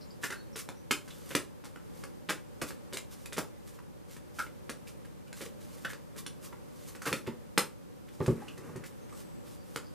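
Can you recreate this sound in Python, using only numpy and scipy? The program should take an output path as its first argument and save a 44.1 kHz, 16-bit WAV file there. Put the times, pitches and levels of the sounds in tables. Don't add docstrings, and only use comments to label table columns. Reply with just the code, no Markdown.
import sys
import numpy as np
from scipy import signal
from scipy.fft import rfft, irfft, next_fast_len
from scipy.io import wavfile
from scipy.ndimage import map_coordinates

SR = 44100
rng = np.random.default_rng(int(sys.argv[2]) if len(sys.argv) > 2 else 0)


def transcribe(u):
    v = np.clip(np.atleast_2d(u).T, -1, 1)
    q = np.round(v * 32767).astype(np.int16)
    wavfile.write(sys.argv[1], SR, q)


N = 438353


def amp(db):
    return 10 ** (np.asarray(db) / 20)


def unit(x):
    return x / np.sqrt(np.mean(x ** 2) + 1e-20)


def unit_energy(x):
    return x / np.linalg.norm(x, axis=-1, keepdims=True)


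def along(points, hz):
    point_hz, value = np.transpose(points)
    return np.interp(np.log(hz + 1), np.log(point_hz + 1), value)


def wobble(rate, count=N):
    knots = rng.standard_normal(int(count * rate / SR) + 4)
    return map_coordinates(knots, [np.arange(count) * rate / SR])


def coloured(x, spectrum):
    m = next_fast_len(2 * (x.shape[-1] // 2) + 8192)
    level_db = np.maximum(along(spectrum, np.fft.rfftfreq(m, 1 / SR)), -80)
    cepstrum = irfft(np.log(amp(level_db)), m)
    cepstrum[1:m // 2] *= 2
    cepstrum[m // 2 + 1:] = 0
    return irfft(rfft(x, m) * np.exp(rfft(cepstrum)), m)[..., :x.shape[-1]]


def gritty(count, grain_db, rate):
    return unit(rng.standard_normal(count) * amp(grain_db * wobble(rate, count=count)))


def peak(x, pitch_hz, sharpness):
    b, a = signal.iirpeak(pitch_hz, sharpness, SR)
    return signal.lfilter(b, a, x)


def add(track, start_s, sound):
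    part = track[max(round(start_s * SR), 0):][:len(sound)]
    part += sound[:len(part)]


# pitch_hz, relative level_db
HUM_MID_SPECTRUM = [(12, -65), (20, -37), (49, -8), (162, -3.5), (405, -10), (441, -9.5), (479, -5.5),
                    (599, -6), (651, -24.5), (728, -14), (1420, -20), (3460, -27.5), (3980, -28.5),
                    (13600, -31), (15600, -43)]
# pitch_hz, relative level_db
HUM_SIDE_SPECTRUM = [(12, -50), (20, -19), (70, -5), (181, -4.5), (239, -7), (405, -10.5), (441, -17),
                     (479, -9), (688, -30), (910, -19.5), (1930, -36.5), (14300, -46), (15600, -40)]


def hum():
    mid = amp(-56.0) * unit(coloured(rng.standard_normal(N), HUM_MID_SPECTRUM))
    side = amp(-47.5) * unit(coloured(rng.standard_normal(N), HUM_SIDE_SPECTRUM))
    return np.array([mid, side]) * amp(.7 * wobble(3))


# start_s, length_s, first_pitch_hz, last_pitch_hz, level_db, burr_hz (random knots a second)
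BIRD_NOTES = [(0.01, 0.045, 4860, 4800, -60, 1800), (0.102, 0.034, 4900, 4870, -60, 820),
              (0.068, 0.068, 6920, 7340, -71, 320), (0.332, 0.15, 4530, 4300, -66.5, 28),
              (0.338, 0.1, 4120, 4160, -68, 29), (.34, .12, 3830, 3900, -68, 22),
              (0.526, 0.06, 5800, 5200, -61, 530), (0.755, 0.074, 5500, 6100, -71, 480),
              (9.007, 0.12, 6250, 6400, -73, 240), (9.087, 0.39, 8190, 7770, -71.5, 17),
              (9.553, .1, 4700, 4650, -71.5, 350), (9.843, 0.06, 4850, 4750, -65.5, 670)]
STEADY_HZ = 50


def birds():
    out = np.zeros(N)
    for start_s, length_s, first_hz, last_hz, level_db, burr_hz in BIRD_NOTES:
        u = np.linspace(0, 1, round(length_s * SR))
        pitch_hz = first_hz + (last_hz - first_hz) * np.sqrt(u)
        whistle = np.sin(2 * np.pi * np.cumsum(pitch_hz) / SR)
        flutter = unit(STEADY_HZ / burr_hz + wobble(burr_hz, count=len(u)))
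        swell = np.sqrt(2 * np.sin(np.pi * u ** 0.43))
        add(out, start_s, amp(level_db) * flutter * swell * whistle)
    return out


# middle_s, length_s, level_db
CARD_SLIDES = [(0.252, 0.1, -48), (0.592, 0.097, -46.5), (1.15, 0.36, -61), (1.328, 0.24, -54.5),
               (1.997, 0.26, -63.5), (2.684, 0.055, -48), (3.13, 0.072, -54), (3.22, 0.19, -64),
               (3.683, 0.1, -60), (3.748, 0.076, -61.5), (4.128, 0.13, -58), (4.401, 0.17, -55),
               (4.887, 0.062, -55), (5.387, 0.11, -53.5), (5.458, 0.034, -52), (5.623, 0.11, -63.5),
               (5.763, 0.4, -62), (5.907, 0.052, -53), (6.187, 0.043, -46.5), (6.449, 0.094, -52.5),
               (6.85, 0.51, -63), (6.885, 0.033, -51.5), (7.115, 0.25, -51), (8.144, 0.1, -64),
               (8.26, 0.2, -59), (8.403, 0.46, -65.5), (8.65, 0.36, -66.5), (8.865, 0.042, -54),
               (9.182, 0.14, -58), (9.502, 0.2, -60.5), (9.723, 0.23, -61.5)]
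# pitch_hz, relative level_db
RUB_SPECTRUM = [(410, -50), (700, -21), (955, -21), (1060, -3), (1450, -10.5), (3630, -9), (7500, -7.5),
                (13800, -11), (15500, -24)]


def slides():
    stroke = np.zeros(N)
    for middle_s, length_s, level_db in CARD_SLIDES:
        add(stroke, middle_s - length_s / 2, amp(level_db) * np.hanning(round(length_s * SR)))
    hiss = unit(coloured(gritty(N, grain_db=2.5, rate=500), RUB_SPECTRUM))
    return stroke * amp(1.5 * wobble(60)) * hiss


# start_s, level_db (before layer gains), pocket_hz,
# snap_db and thud_db (added to level_db, before layer gains), settle_s
PACKET_DROPS = [(0.2346, -21, 1650, -5, -18, 0.046), (.3036, -34.5, 1830, 3.5, -13, 0.017),
                (.322, -27.5, 1550, -6, -20.5, 0.032), (0.5581, -52, 1620, 23.5, 8, 0.029),
                (0.689, -35, 1100, 0, -15.5, 0.0061), (.9096, -22, 2120, 8, -11, .026),
                (1.078, -47, 1390, 7, -13.5, 0.031), (1.104, -41, 3500, -5, -18, 0.032),
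                (1.307, -34, 1820, -19, -6.5, 0.035), (1.3509, -29, 1920, 13, -1.5, 0.019),
                (1.64, -42.5, 1040, 6.5, -8.5, 0.064), (1.76, -39.5, 1390, -18, -14.5, 0.011),
                (2.0372, -39.5, 1350, 2.5, -13.5, 0.015), (2.2888, -27.5, 3020, -9, -12.5, 0.025),
                (2.2934, -22.5, 1740, 0.5, -10, 0.046), (2.615, -37, 2550, 9, -25, 0.015),
                (2.618, -29, 1140, -0.5, -4.5, .035), (2.7066, -40, 1460, 2, -12.5, 0.017),
                (2.927, -46, 1400, 20, 7.5, 0.066), (2.9702, -34, 2400, 9.5, -19, 0.018),
                (3.258, -42.5, 2460, 11, -27, .013), (3.325, -46, 1960, 18, -2.5, 0.034),
                (3.367, -39.5, 1970, 10.5, -2, 0.055), (3.381, -24.5, 980, -2.5, -5, 0.027),
                (3.788, -43, 1090, -19, -17, 0.02), (4.1659, -50, 1300, 5.5, -3, 0.024),
                (4.387, -19, 1430, -10, -23.5, 0.04), (4.4657, -46, 1900, -16, -8, 0.017),
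                (4.6946, -38.5, 1510, 9.5, -4, 0.02), (4.872, -43.5, 2430, -7, -19, 0.018),
                (5.049, -48.5, 1800, 0, -17, .026), (5.2728, -49.5, 2550, -2, -22, .036),
                (5.3283, -42.5, 1480, 8, -25, .011), (5.408, -39.5, 1530, 7.5, 0.5, 0.062),
                (5.463, -47, 2630, -6, -4, 0.0095), (5.8479, -21, 1520, -35, -20.5, 0.019),
                (5.89, -33.5, 1800, -8, -19, .06), (5.9331, -43, 1800, 3.5, -10.5, 0.011),
                (6.16, -46, 1050, -1, -1.5, 0.044), (6.264, -37.5, 3300, 8, -17, 0.013),
                (6.526, -37.5, 1070, -28, -20, 0.02), (6.9507, -44.5, 1470, 3.5, -8, 0.029),
                (7.019, -34, 1490, 0.5, -19.5, .02), (7.055, -25, 1430, -3.5, -23, 0.029),
                (7.0652, -23.5, 1240, -5, -7, 0.046), (7.1281, -24, 2130, 0.5, -11.5, 0.014),
                (7.2658, -36.5, 1840, -8, -9, 0.049), (7.5773, -21.5, 1420, 11, -8, 0.019),
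                (8.084, -50, 2100, -4, -12, .03), (8.262, -39, 1470, 7, -7.5, 0.017),
                (8.415, -38, 810, -23, -27, 0.027), (8.481, -34, 2800, -28, -23.5, 0.027),
                (8.576, -49, 1890, 10, -19, 0.023), (8.759, -44, 1200, 3.5, -12.5, 0.028),
                (8.838, -41, 1780, -1, -14.5, 0.02), (9.094, -51.5, 1900, -1, -18, .015),
                (9.1238, -41.5, 1160, -8, -22, 0.03), (9.7604, -32.5, 1300, 6, -10.5, .012)]
# pitch_hz, level_db before layer gain
SNAP_SPECTRUM = [(500, -22.5), (900, -12.5), (1500, -7), (2200, -9.5), (3000, -9), (5000, -7.5),
                 (7500, -7.5), (10000, -9), (14000, -18), (15500, -23.5)]
# pitch_hz, level_db before layer gain
THUD_SPECTRUM = [(60, -24), (130, 0.5), (250, 4.5), (540, 10), (720, -27.5), (1000, -22), (2000, -14)]
POCKET_DB, SNAP_DB, THUD_DB = 13, 22, 30
USUAL_THUD_DB, USUAL_SETTLE_S = -14, .03
POCKET_Q, DAMPING = 1.34, 1.08
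Q_LEAST, Q_MOST = .7, 6.5
OVERTONE, OVERTONE_DB = 1.54, -13
CARD_OVER_POCKET, CARD_DB = 0.64, -10.5
CLAP_DB = -11.5
CLAP_PER_THUD, CLAP_PER_SNAP = .55, .15
CLAP_SLOW_DB = 5


def drops():
    pocket, edges, weight = np.zeros((3, N))
    t = np.arange(SR // 7) / SR
    puff = unit_energy(np.hanning(13))
    for start_s, level_db, pocket_hz, snap_db, thud_db, settle_s in PACKET_DROPS:
        heavy_db = thud_db - USUAL_THUD_DB
        clap_db = CLAP_DB + CLAP_PER_THUD * min(heavy_db, 6) + CLAP_PER_SNAP * min(snap_db, 6)
        clap_db -= CLAP_SLOW_DB * np.log2(settle_s / USUAL_SETTLE_S)
        sharpness = np.clip(POCKET_Q * amp(-DAMPING * heavy_db), Q_LEAST, Q_MOST)

        u = t / settle_s
        blow = unit_energy(u ** 1.28 * amp(-72 * u) * gritty(len(t), grain_db=3.0, rate=615))
        add(blow, 0, -amp(clap_db) * puff)

        pocket_ring = peak(peak(blow, pocket_hz, sharpness), pocket_hz, sharpness)
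        overtone = peak(blow, OVERTONE * pocket_hz, OVERTONE * sharpness)
        clack = peak(blow, CARD_OVER_POCKET * pocket_hz, .9)
        ring = unit_energy(pocket_ring)
        ring = ring + amp(OVERTONE_DB) * unit_energy(overtone) + amp(CARD_DB) * unit_energy(clack)

        add(pocket, start_s, amp(level_db) * ring)
        add(edges, start_s, amp(level_db + snap_db) * blow)
        add(weight, start_s, amp(level_db + thud_db) * blow)
    snap = amp(SNAP_DB) * coloured(edges, SNAP_SPECTRUM)
    thud = amp(THUD_DB) * coloured(weight, THUD_SPECTRUM)
    return amp(POCKET_DB) * pocket + snap + thud


# start_s, level_db (before the mode levels), hardness_db (per octave)
TABLE_BLOWS = [(7.117, -36, -0.5), (7.276, -33, 1), (8.204, -26.5, 1), (8.219, -44, 4), (8.28, -21, -1.5),
               (8.329, -52, -5), (8.579, -46, -1), (8.691, -45, 2), (8.757, -40.5, -1)]
# pitch_hz, relative level_db, t60_s (time to fall 60 dB)
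TABLE_MODES = [(101, -59, 0.012), (140, 11, 0.028), (230.5, -9, 0.29), (304, -2.5, 0.069), (375, 5, 0.054),
               (478.5, -0.5, 0.053), (570, -18, 0.14), (872, -5, 0.042), (1120, -5, 0.036)]
# pitch_hz, level_db before the blow's level
KNOCK_SPECTRUM = [(300, -32), (600, -20), (900, -6), (1500, -7.5), (3000, -21), (8000, -40)]
KNOCK_DB, KNOCK_PER_HARD = 1.5, 2.8


def thumps():
    ringing, knock = np.zeros((2, N))
    t = np.arange(SR // 3) / SR
    onset = 1 - np.exp(-t / 0.0027)
    for start_s, level_db, hard_db in TABLE_BLOWS:
        ring = np.zeros(len(t))
        for pitch_hz, mode_db, t60_s in TABLE_MODES:
            strength_db = mode_db + hard_db * np.log2(pitch_hz / 250) + rng.normal(0, 2)
            ring += amp(strength_db - 60 * t / t60_s) * np.sin(2 * np.pi * pitch_hz * t)
        add(ringing, start_s, amp(level_db) * ring * onset)
        knock_db = level_db + KNOCK_DB + KNOCK_PER_HARD * hard_db - 60 * t / 0.11
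        add(knock, start_s, amp(knock_db) * gritty(len(t), grain_db=5.5, rate=370))
    return ringing + coloured(knock, KNOCK_SPECTRUM)


# time_s, level_db
HAND_LEVELS = [(8.3, -58), (8.39, -55.5), (8.47, -55), (8.57, -67), (8.62, -56), (8.72, -61), (8.8, -62),
               (8.9, -64.5), (9.0, -78)]
# pitch_hz, relative level_db
FELT_SPECTRUM = [(71, -31), (120, -4), (280, -3), (536, -4.5), (700, -21), (1010, -10.5), (2750, -21.5),
                 (3500, -42), (4550, -75), (7700, -120)]


def hands():
    time_s, level_db = np.transpose(HAND_LEVELS)
    drag_db = np.interp(np.arange(N) / SR, time_s, level_db, left=-120, right=-120)
    rumble = unit(coloured(rng.standard_normal(N), FELT_SPECTRUM))
    return amp(drag_db) * amp(3.5 * wobble(35)) * rumble


# pitch_hz, t60_s (time to fall 60 dB)
ECHO_DECAY = [(100, 0.2), (400, 0.27), (2000, 0.21), (10000, 0.21)]
# pitch_hz, level_db
ECHO_WIDTH = [(100, -9), (300, -18), (1000, -8), (2500, -35.5), (5000, -12.5), (9000, 1), (15000, 2.5)]


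def room(x, wet_db, turn_rate, count):
    share = np.array([wobble(turn_rate) for _ in range(count)])
    share = share / np.linalg.norm(share, axis=0)
    noise = rng.standard_normal((2, count, SR // 3))
    hz, t, grid = signal.stft(noise, SR, nperseg=128)
    decay = amp(-60 * t / along(ECHO_DECAY, hz)[:, None])
    tail = unit_energy(signal.istft(grid * decay, SR, nperseg=128)[1])
    m = next_fast_len(N + SR // 2)
    delayed = np.pad(x, (200, 0))[:N]
    paths = rfft(share * delayed, m)
    mid, side = irfft((paths * rfft(tail, m)).sum(axis=1), m)[:, :N]
    return amp(wet_db) * np.array([mid, coloured(side, ECHO_WIDTH)])


# delay_s, level_db
NEAR_SURFACES = [(.0061, -17), (.0072, -20), (0.0131, -11.5)]


def slapback(x):
    return sum(amp(level_db) * np.pad(x, (round(delay_s * SR), 0))[:N] for delay_s, level_db in NEAR_SURFACES)


# pitch_hz, level_db
NEAR_BASS = [(20, -12), (60, -7.5), (110, 3), (15000, -0.5)]


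def scene():
    cards = coloured(drops() + slides() + hands(), NEAR_BASS)
    table = coloured(thumps(), NEAR_BASS)
    far = birds()
    near = cards + table
    slap = slapback(cards)
    card_echo = room(cards, wet_db=-3.0, turn_rate=90, count=3)
    other_echo = room(table + far, wet_db=-3.5, turn_rate=12, count=2)
    mid, side = card_echo + other_echo + hum()
    mid = mid + near + slap + far
    side = side + coloured(slap, ECHO_WIDTH) - 0.075 * near + 0.13 * far
    return np.array([mid + side, mid - side])


TOP_HZ = 15300


def record(dry):
    m = next_fast_len(N + 4096)
    kept = np.fft.rfftfreq(m, 1 / SR) < TOP_HZ
    return irfft(rfft(dry, m) * kept, m)[:, :N]


dry = scene()
out = record(dry)
transcribe(out)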